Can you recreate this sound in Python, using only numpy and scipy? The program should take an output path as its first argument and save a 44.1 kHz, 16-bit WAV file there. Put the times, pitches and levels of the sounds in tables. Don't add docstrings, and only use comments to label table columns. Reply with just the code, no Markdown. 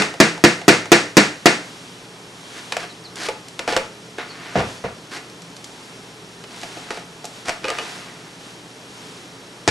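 import sys
import numpy as np
from scipy import signal
from scipy.fft import rfft, irfft, next_fast_len
from scipy.io import wavfile

SR = 44100
rng = np.random.default_rng(int(sys.argv[2]) if len(sys.argv) > 2 else 0)


def file_out(sig):
    cols = np.atleast_2d(sig).T
    lim = np.clip(cols, -1, 1)
    pcm = np.round(lim * 32767).astype(np.int16)
    wavfile.write(sys.argv[1], SR, pcm)


N = 427769
TIME_S = np.arange(N) / SR
RING_S = np.arange(SR * 3 // 5) / SR

# start_s, body_db, crack_db, pitch_ratio
RAPS = [(-.036, -4.5, -6, 0.85), (0.2015, -3, -4, 0.93), (0.4391, -1.5, -4, 0.97), (.6805, -0.7, -3, 0.98),
        (.918, -2.5, -3, 0.97), (1.169, -2.2, -2.5, 0.86), (1.4575, -5, -4, 0.99),
        (9.6767, -25, -12.5, 0.92)]
# pitch_hz, gain_db, t60_s
TUB_MODES = [(111.5, -18, 0.79), (147, -9.5, 0.26), (178, -17.5, 0.53), (215, -7.5, 0.19), (237, -4, 0.22),
             (315.6, -1, 0.11), (356, 1.5, 0.16), (400.7, 1.5, 0.098), (439, -13, 0.15), (503, -9.5, 0.28),
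             (608, -8.5, 0.17), (695, -1.5, 0.11), (1230, -32, 0.41), (1220, -12, 0.099), (1385, -31, 0.42),
             (1610, -16.5, 0.29), (1746, -12, 0.26), (1776, -17, 0.29), (1894, -15.5, 0.28),
             (2170, -23.5, 0.56), (2256, -17.5, 0.096)]
# freq_hz, gain_db
CRACK_EQ = [(40, -49), (110, -25), (300, 10), (700, 0), (1050, -3.5), (1800, 2), (2400, -0.5), (3100, -6),
            (4300, -4), (6800, -8.5), (9000, -15), (11500, -29.5)]

def raps(room, crack_t60_s=0.033, rebound_s=0.0096, rebound_db=-5, change=0.4, side_db=-6, apart_db=-16):
    out, spot = np.zeros((2, N)), burst(crack_t60_s)
    for start_s, body_db, crack_db, pitch_ratio in RAPS:
        crack = spot + change * burst(crack_t60_s)
        crack += undb(rebound_db) * np.interp(RING_S - rebound_s, RING_S, burst(crack_t60_s), left=0)
        echoes = (room + change * kitchen()) / np.hypot(1, change)
        add(out, start_s, undb(crack_db) * snap(crack, CRACK_EQ, echoes, wet_db=-0.5))
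        crack_side = snap(burst(crack_t60_s), CRACK_EQ, echoes[::-1], wet_db=-19)
        add(out, start_s, undb(crack_db + apart_db) * np.array([[1], [-1]]) * crack_side)
        boom = radiated(ring(TUB_MODES, pitch_ratio, scatter_db=2, opposed=False), cutoff_hz=146)
        boom_side = undb(side_db) * ring(TUB_MODES, pitch_ratio, scatter_db=10)
        add(out, start_s, undb(body_db) * spread(boom, boom_side, ROOM_WIDTH))
    return out


def load_shifts(room, count=4, delay_s=0.176):
    out = np.zeros((2, N))
    for start_s, *_ in RAPS[:count]:
        add(out, start_s + delay_s, knock(room, body_db=-34, click_db=-34.5))
    return out


# pitch_hz, gain_db, t60_s
SHELL_MODES = [(357, 2, 0.044), (463.7, 1.5, 0.12), (534, -8, 0.1), (577, -4, 0.11), (702, 9, 0.049),
               (850, 1, 0.075), (960, -21, 0.04), (1204, -6, 0.042), (1357, -6, 0.03), (1816, -13, 0.047),
               (2426, -10, 0.053), (3680, -30, 0.04)]
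# freq_hz, gain_db
CLICK_EQ = [(40, -24), (200, -6), (600, 6.5), (1400, 6.5), (2600, 4), (3700, 1), (5500, -2), (8500, -8),
            (11500, -18.5)]

def knock(room, body_db, click_db, deep_db=0, deep_hz=496, deep_width_hz=62):
    modes = [(hz, db + deep_db * np.exp(-((hz - deep_hz) / deep_width_hz) ** 2), t60_s)
             for hz, db, t60_s in SHELL_MODES]
    body = ring(modes, pitch_ratio=1 + 0.005 * rng.standard_normal(), scatter_db=3)
    click = snap(burst(t60_s=0.023), CLICK_EQ, room, wet_db=-4)
    return undb(body_db) * in_room(body, room, wet_db=-3.5) + undb(click_db) * click


# start_s, body_db, click_db, deep_boost_db, cavity_db, rebound_rel_db
KNOCKS = [(0.0209, -35, -17, 0, -50, -30), (2.722, -37, -21, 7, -47, -14), (2.7675, -26, -22, 10, -45, -13),
          (3.2863, -20, -23, 18, -42, -9.5), (3.592, -29, -23.5, 10, -54, -22),
          (3.677, -18.5, -23.5, 4, -32, -10), (3.7242, -21, -25, 13, -38, -7),
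          (3.765, -15.5, -15, 10.5, -30, -8.5), (4.184, -27, -36.5, 4, -40, -15),
          (4.84, -25.5, -45, 16, -50, -29), (6.439, -41, -38, 0, -46, -15),
          (6.633, -29.5, -32, 1, -39, -18), (6.7696, -33, -48, 1, -54, -12),
          (6.9059, -26.5, -26, 4, -43, -11), (6.9726, -31.5, -34, -2, -47, -15),
          (7.2425, -31, -42, -8, -50, -18), (7.4835, -25, -23.5, -4, -41, 2),
          (7.643, -23.5, -28, 3, -25.5, -1.5), (7.6825, -24.5, -27, 15, -26, -6),
          (7.702, -25.5, -24.5, 3, -29, -16), (7.7857, -27, -27.5, 0, -24, -6)]
# pitch_hz, gain_db, t60_s
CAVITY_MODES = [(449, -2, 0.25), (717, 0, 0.16), (852, -4, 0.15), (1216, -3.5, 0.18), (1623, -9.5, 0.087),
                (2450, 6, 0.066), (2595, -3, 0.14), (2905, 0.5, 0.071)]

def knocks(room, rebound_s=0.0095):
    out, cavity = np.zeros((2, N)), np.zeros(N)
    for start_s, body_db, click_db, deep_db, cavity_db, rebound_db in KNOCKS:
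        blow = knock(room, body_db, click_db, deep_db)
        add(out, start_s, blow)
        add(out, start_s + rebound_s, undb(rebound_db) * blow)
        add(cavity, start_s, undb(cavity_db) * ring(CAVITY_MODES, scatter_db=3))
    return out + in_room(cavity, room, wet_db=-8)


# start_s, length_s, start_db, end_db, rasp_rel_db, cavity_rel_db
STROKES = [(2.496, 0.091, -53, -37.5, -2, -16), (2.792, 0.051, -35, -31.5, -7, -9),
           (3.161, 0.1, -38, -29.5, 0.5, -20), (3.679, 0.083, -20.5, -32, -6.5, -13),
           (4.179, 0.042, -27.5, -31, -16, -26), (4.243, 0.34, -43.5, -36, -8, -20),
           (5.107, 0.064, -36.5, -32, -3.5, -9.5), (6.504, 0.14, -46.5, -42, 0, -8),
           (6.658, .23, -48, -45, -11, -3), (6.9, 0.094, -32.5, -41.5, -5.5, -3.5),
           (7.45, .045, -34.5, -29.5, -3.5, -2), (7.63, .15, -33.5, -35, -10, -5),
           (7.793, 0.54, -36.5, -51.5, -5.5, -4.5)]
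# freq_hz, gain_db
GRIT_EQ = [(60, -46), (300, 5.5), (700, -11.5), (1000, -0.5), (1450, 1.5), (1900, 2), (2600, -2),
           (3800, -7), (5500, -16), (11500, -51)]
# freq_hz, gain_db
RASP_EQ = [(200, -59), (2500, -6), (4500, 3.5), (6500, -1.5), (9000, -7), (11500, -14.5)]

def scrapes(room, grit_db=-1, rasp_db=-1.5, shell_db=-10):
    force, rasp_force, cavity_force = np.zeros((3, N))
    for start_s, length_s, start_db, end_db, rasp_rel_db, cavity_rel_db in STROKES:
        stroke = stroke_force(length_s, start_db, end_db)
        add(force, start_s, stroke)
        add(rasp_force, start_s, undb(rasp_rel_db) * stroke)
        add(cavity_force, start_s, undb(cavity_rel_db) * stroke)
    grains, air_ring = slips(), ring(CAVITY_MODES)
    grit = undb(grit_db) * unit_rms(colour(grains, GRIT_EQ))
    shell = undb(shell_db) * unit_rms(signal.fftconvolve(slips(), ring(SHELL_MODES))[:N])
    cavity = signal.fftconvolve(cavity_force * grains, air_ring / np.linalg.norm(air_ring))[:N]
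    rasp = undb(rasp_db) * unit_rms(colour(slips(), RASP_EQ))
    return in_room(force * (grit + shell) + cavity + rasp_force * rasp, room, wet_db=-3)


def stroke_force(length_s, start_db, end_db, attack_s=0.0073, release_s=0.027):
    t = np.arange(int((length_s + release_s) * SR)) / SR
    contact = np.clip(np.minimum(t / attack_s, 1 - (t - length_s) / release_s), 0, 1)
    return contact * undb(np.interp(t, [0, length_s], [start_db, end_db]))


def slips(grain_db=2.5, density=0.09):
    noise = rng.standard_normal(N)
    sizes = undb(grain_db * np.minimum(rng.exponential(size=N), 5))
    return noise * sizes * (rng.random(N) < density)


# start_s, boom_db, clunk_db
THUDS = [(4.5558, -16, -18.5), (4.586, -31, -21.5), (4.84, -36, -28), (9.677, -15.5, -28)]
# pitch_hz, gain_db, t60_s
COUNTER_MODES = [(74, -3, .33), (114, 0, 0.26), (155, -8, 0.26), (201, -4, 0.19), (263, -9, 0.12),
                 (350, -1, .2), (496, 0, 0.34), (540, -13, 0.091), (703, 13.5, 0.029), (852, 0, 0.13),
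                 (970, -15, 0.078)]
# freq_hz, gain_db
CLUNK_EQ = [(30, -17), (100, 3.5), (500, 9.5), (900, 0), (1300, -2), (1900, -3.5), (3000, -11), (6000, -19),
            (11500, -41)]

def thuds(room):
    out = np.zeros((2, N))
    for start_s, boom_db, clunk_db in THUDS:
        add(out, start_s, undb(boom_db) * in_room(ring(COUNTER_MODES, scatter_db=1.5), room, wet_db=-14))
        add(out, start_s, undb(clunk_db) * snap(burst(t60_s=0.12), CLUNK_EQ, room, wet_db=7))
    return out


def chatter(room, start_s=4.574, gap_s=0.01, count=4):
    out = np.zeros((2, N))
    for bounce in range(count):
        add(out, start_s + bounce * gap_s, knock(room, body_db=-30, click_db=-32.5))
    return out


# start_s, level_db
TICKS = [(3.157, -35), (3.484, -38.5), (5.299, -45), (5.321, -52), (5.420, -42), (5.566, -39.5),
         (5.6426, -35), (7.244, -38), (7.253, -32), (8.296, -58)]
# freq_hz, gain_db
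TICK_EQ = [(100, -43), (500, -6), (2000, -6.5), (3800, 1), (7000, 1.5), (11500, -12)]

def ticks(room):
    out = np.zeros((2, N))
    for start_s, level_db in TICKS:
        add(out, start_s, undb(level_db) * snap(burst(t60_s=0.027), TICK_EQ, room, wet_db=-2))
    return out


# centre_s, length_s, gain_db
REACHES = [(1.7, .5, -38.5), (2.626, 0.4, -36), (4.685, 0.18, -33), (5.863, 0.34, -42), (6.73, 0.34, -35),
           (7.376, 0.11, -37), (7.875, 0.28, -32.5), (8.473, 0.13, -39.5), (9.07, 0.31, -38.5)]
# freq_hz, gain_db
CLOTH_EQ = [(100, -26), (800, 5), (2000, 1), (4500, 1), (7000, -2.5), (9500, -8), (11500, -12)]

def sleeves(gain_db=-5.5, rest_gain_db=-39.5):
    reach_power = sum(undb(db) ** 2 * np.exp(-(2 * (TIME_S - centre_s) / length_s) ** 2)
                      for centre_s, length_s, db in REACHES)
    return undb(gain_db) * np.sqrt(undb(rest_gain_db) ** 2 + reach_power) * hiss(CLOTH_EQ)


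# start_s, length_s, start_hz, end_hz, level_db
CHIRPS = [(2.878, 0.062, 4470, 3720, -41), (3.03, 0.06, 5180, 3370, -36), (4.274, 0.07, 4720, 4150, -37)]

def bird(room, flutter_depth=0.042, flutter_per_s=700):
    out = np.zeros(N)
    for start_s, length_s, start_hz, end_hz, level_db in CHIRPS:
        noise = rng.standard_normal(len(RING_S))
        flutter = np.interp(RING_S * flutter_per_s, np.arange(len(noise)), noise)
        pitch_hz = np.linspace(start_hz, end_hz, int(length_s * SR))
        pitch_hz *= 1 + flutter_depth * flutter[:len(pitch_hz)]
        whistle = np.sin(2 * np.pi * np.cumsum(pitch_hz) / SR)
        add(out, start_s, undb(level_db) * np.hanning(len(whistle)) * whistle)
    return in_room(out, room, wet_db=-7)


# freq_hz, gain_db
AIR_EQ = [(15, -50), (25, -20), (65, -17), (86, -16), (105, -12), (139, -7.5), (171, 2), (227, -7),
          (251, -2), (350, -5), (441, -2), (489, -8), (2400, -23), (5440, -54), (11400, -33.5),
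          (14900, -82), (22000, -120)]
# pitch_hz, level_db
FRIDGE_HUM = [(121, -54.5)]

def background(air_db=-43, whine_hz=5560, whine_width_hz=160, whine_db=-59):
    hum = sum(undb(db) * np.sqrt(2) * np.sin(2 * np.pi * hz * TIME_S) for hz, db in FRIDGE_HUM)
    resonance = signal.iirpeak(whine_hz, whine_hz / whine_width_hz, fs=SR)
    whine = signal.lfilter(*resonance, rng.standard_normal(N))
    return undb(air_db) * hiss(AIR_EQ) + hum + undb(whine_db) * unit_rms(whine)


# freq_hz, side_minus_mid_db
HISS_WIDTH = [(60, -19), (110, -34), (190, -45), (340, -23), (610, -13.5), (1090, -4), (1940, -4.5),
              (3460, 2), (6160, -48.5), (11000, -23)]

def hiss(eq):
    mid, side = unit_rms(colour(rng.standard_normal((2, N)), eq))
    return spread(mid, side, HISS_WIDTH)


# freq_hz, gain_db
ROOM_EQ = [(100, 5.5), (350, -7), (800, -0.5), (1800, -1), (4000, -4), (11000, -2.5)]
# freq_hz, side_minus_mid_db
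ROOM_WIDTH = [(100, -30), (300, -22.5), (700, -9), (1500, -6), (2800, 1), (4500, -11), (10000, -54)]

def kitchen(t60_s=0.36, first_echo_s=0.0012, build_s=0.0049, scatter_db=-2.5):
    onset = np.clip((RING_S - first_echo_s) / build_s, 0, 1)
    mid_side = []
    for _ in range(2):
        echoes = burst(t60_s) * onset
        echoes *= undb(scatter_db * fade(t60_s=0.1) * rng.standard_normal(len(RING_S)))
        mid_side.append(colour(echoes, ROOM_EQ) / np.linalg.norm(echoes))
    return spread(*mid_side, ROOM_WIDTH)


def in_room(x, room, wet_db):
    return x + undb(wet_db) * signal.fftconvolve(x[None], room, axes=1)[:, :len(x)]


def snap(noise, eq, room, wet_db):
    echoes = undb(wet_db) * np.linalg.norm(noise) * room
    direct, *tail = colour(np.vstack([noise, echoes]), eq)
    gain = np.linalg.norm(unit_attack(direct)) / np.linalg.norm(direct)
    return gain * (direct + np.array(tail))


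def ring(modes, pitch_ratio=1, scatter_db=0, opposed=True):
    gains = undb(scatter_db * rng.standard_normal(len(modes)))
    if opposed:
        gains[1::2] *= -1
    return unit_attack(sum(gain * undb(db) * fade(t60_s) * np.sin(2 * np.pi * hz * pitch_ratio * RING_S)
                           for gain, (hz, db, t60_s) in zip(gains, modes)))


def radiated(x, cutoff_hz):
    highpass = signal.butter(5, cutoff_hz, btype="high", fs=SR, output="sos")
    return unit_attack(signal.sosfilt(highpass, x))


def burst(t60_s):
    return rng.standard_normal(len(RING_S)) * fade(t60_s)


def fade(t60_s):
    return np.exp(-np.log(1000) * RING_S / t60_s)


def colour(x, eq):
    size = 2 * next_fast_len(x.shape[-1] // 2 + 2048, True)
    freq_hz, gain_db = np.transpose(eq)
    bins_hz = np.maximum(np.arange(size // 2 + 1) * SR / size, 1)
    gains = undb(np.interp(np.log(bins_hz), np.log(freq_hz), gain_db))
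    cepstrum = irfft(np.log(gains))
    cepstrum[1:size // 2] *= 2
    cepstrum[size // 2 + 1:] = 0
    return irfft(rfft(x, size) * np.exp(rfft(cepstrum)))[..., :x.shape[-1]]


def spread(mid, side, width):
    return mid + np.array([[1], [-1]]) * colour(side, width)


def add(out, start_s, sound):
    start = int(start_s * SR)
    skip = max(-start, 0)
    part = sound[..., skip:N - start]
    out[..., start + skip:start + skip + part.shape[-1]] += part


def undb(db):
    return 10 ** (np.asarray(db) / 20)


def unit_rms(x):
    return x / np.sqrt(np.mean(x ** 2))


def unit_attack(x):
    return x / np.sqrt(np.mean(x[:SR // 100] ** 2))


def scene():
    room = kitchen()
    tub = raps(room) + load_shifts(room)
    machine = knocks(room) + ticks(room) + thuds(room) + chatter(room) + scrapes(room)
    return tub + machine + sleeves() + bird(room) + background()


def record(dry, band_hz=11700, top_hz=15800):
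    narrow = signal.sosfilt(signal.ellip(8, 0.2, 70, band_hz, fs=SR, output="sos"), dry)
    clipped = np.clip(narrow, -0.99, 0.99)
    return signal.sosfilt(signal.ellip(8, 0.2, 70, top_hz, fs=SR, output="sos"), clipped)


dry = scene()
out = record(dry)
file_out(out)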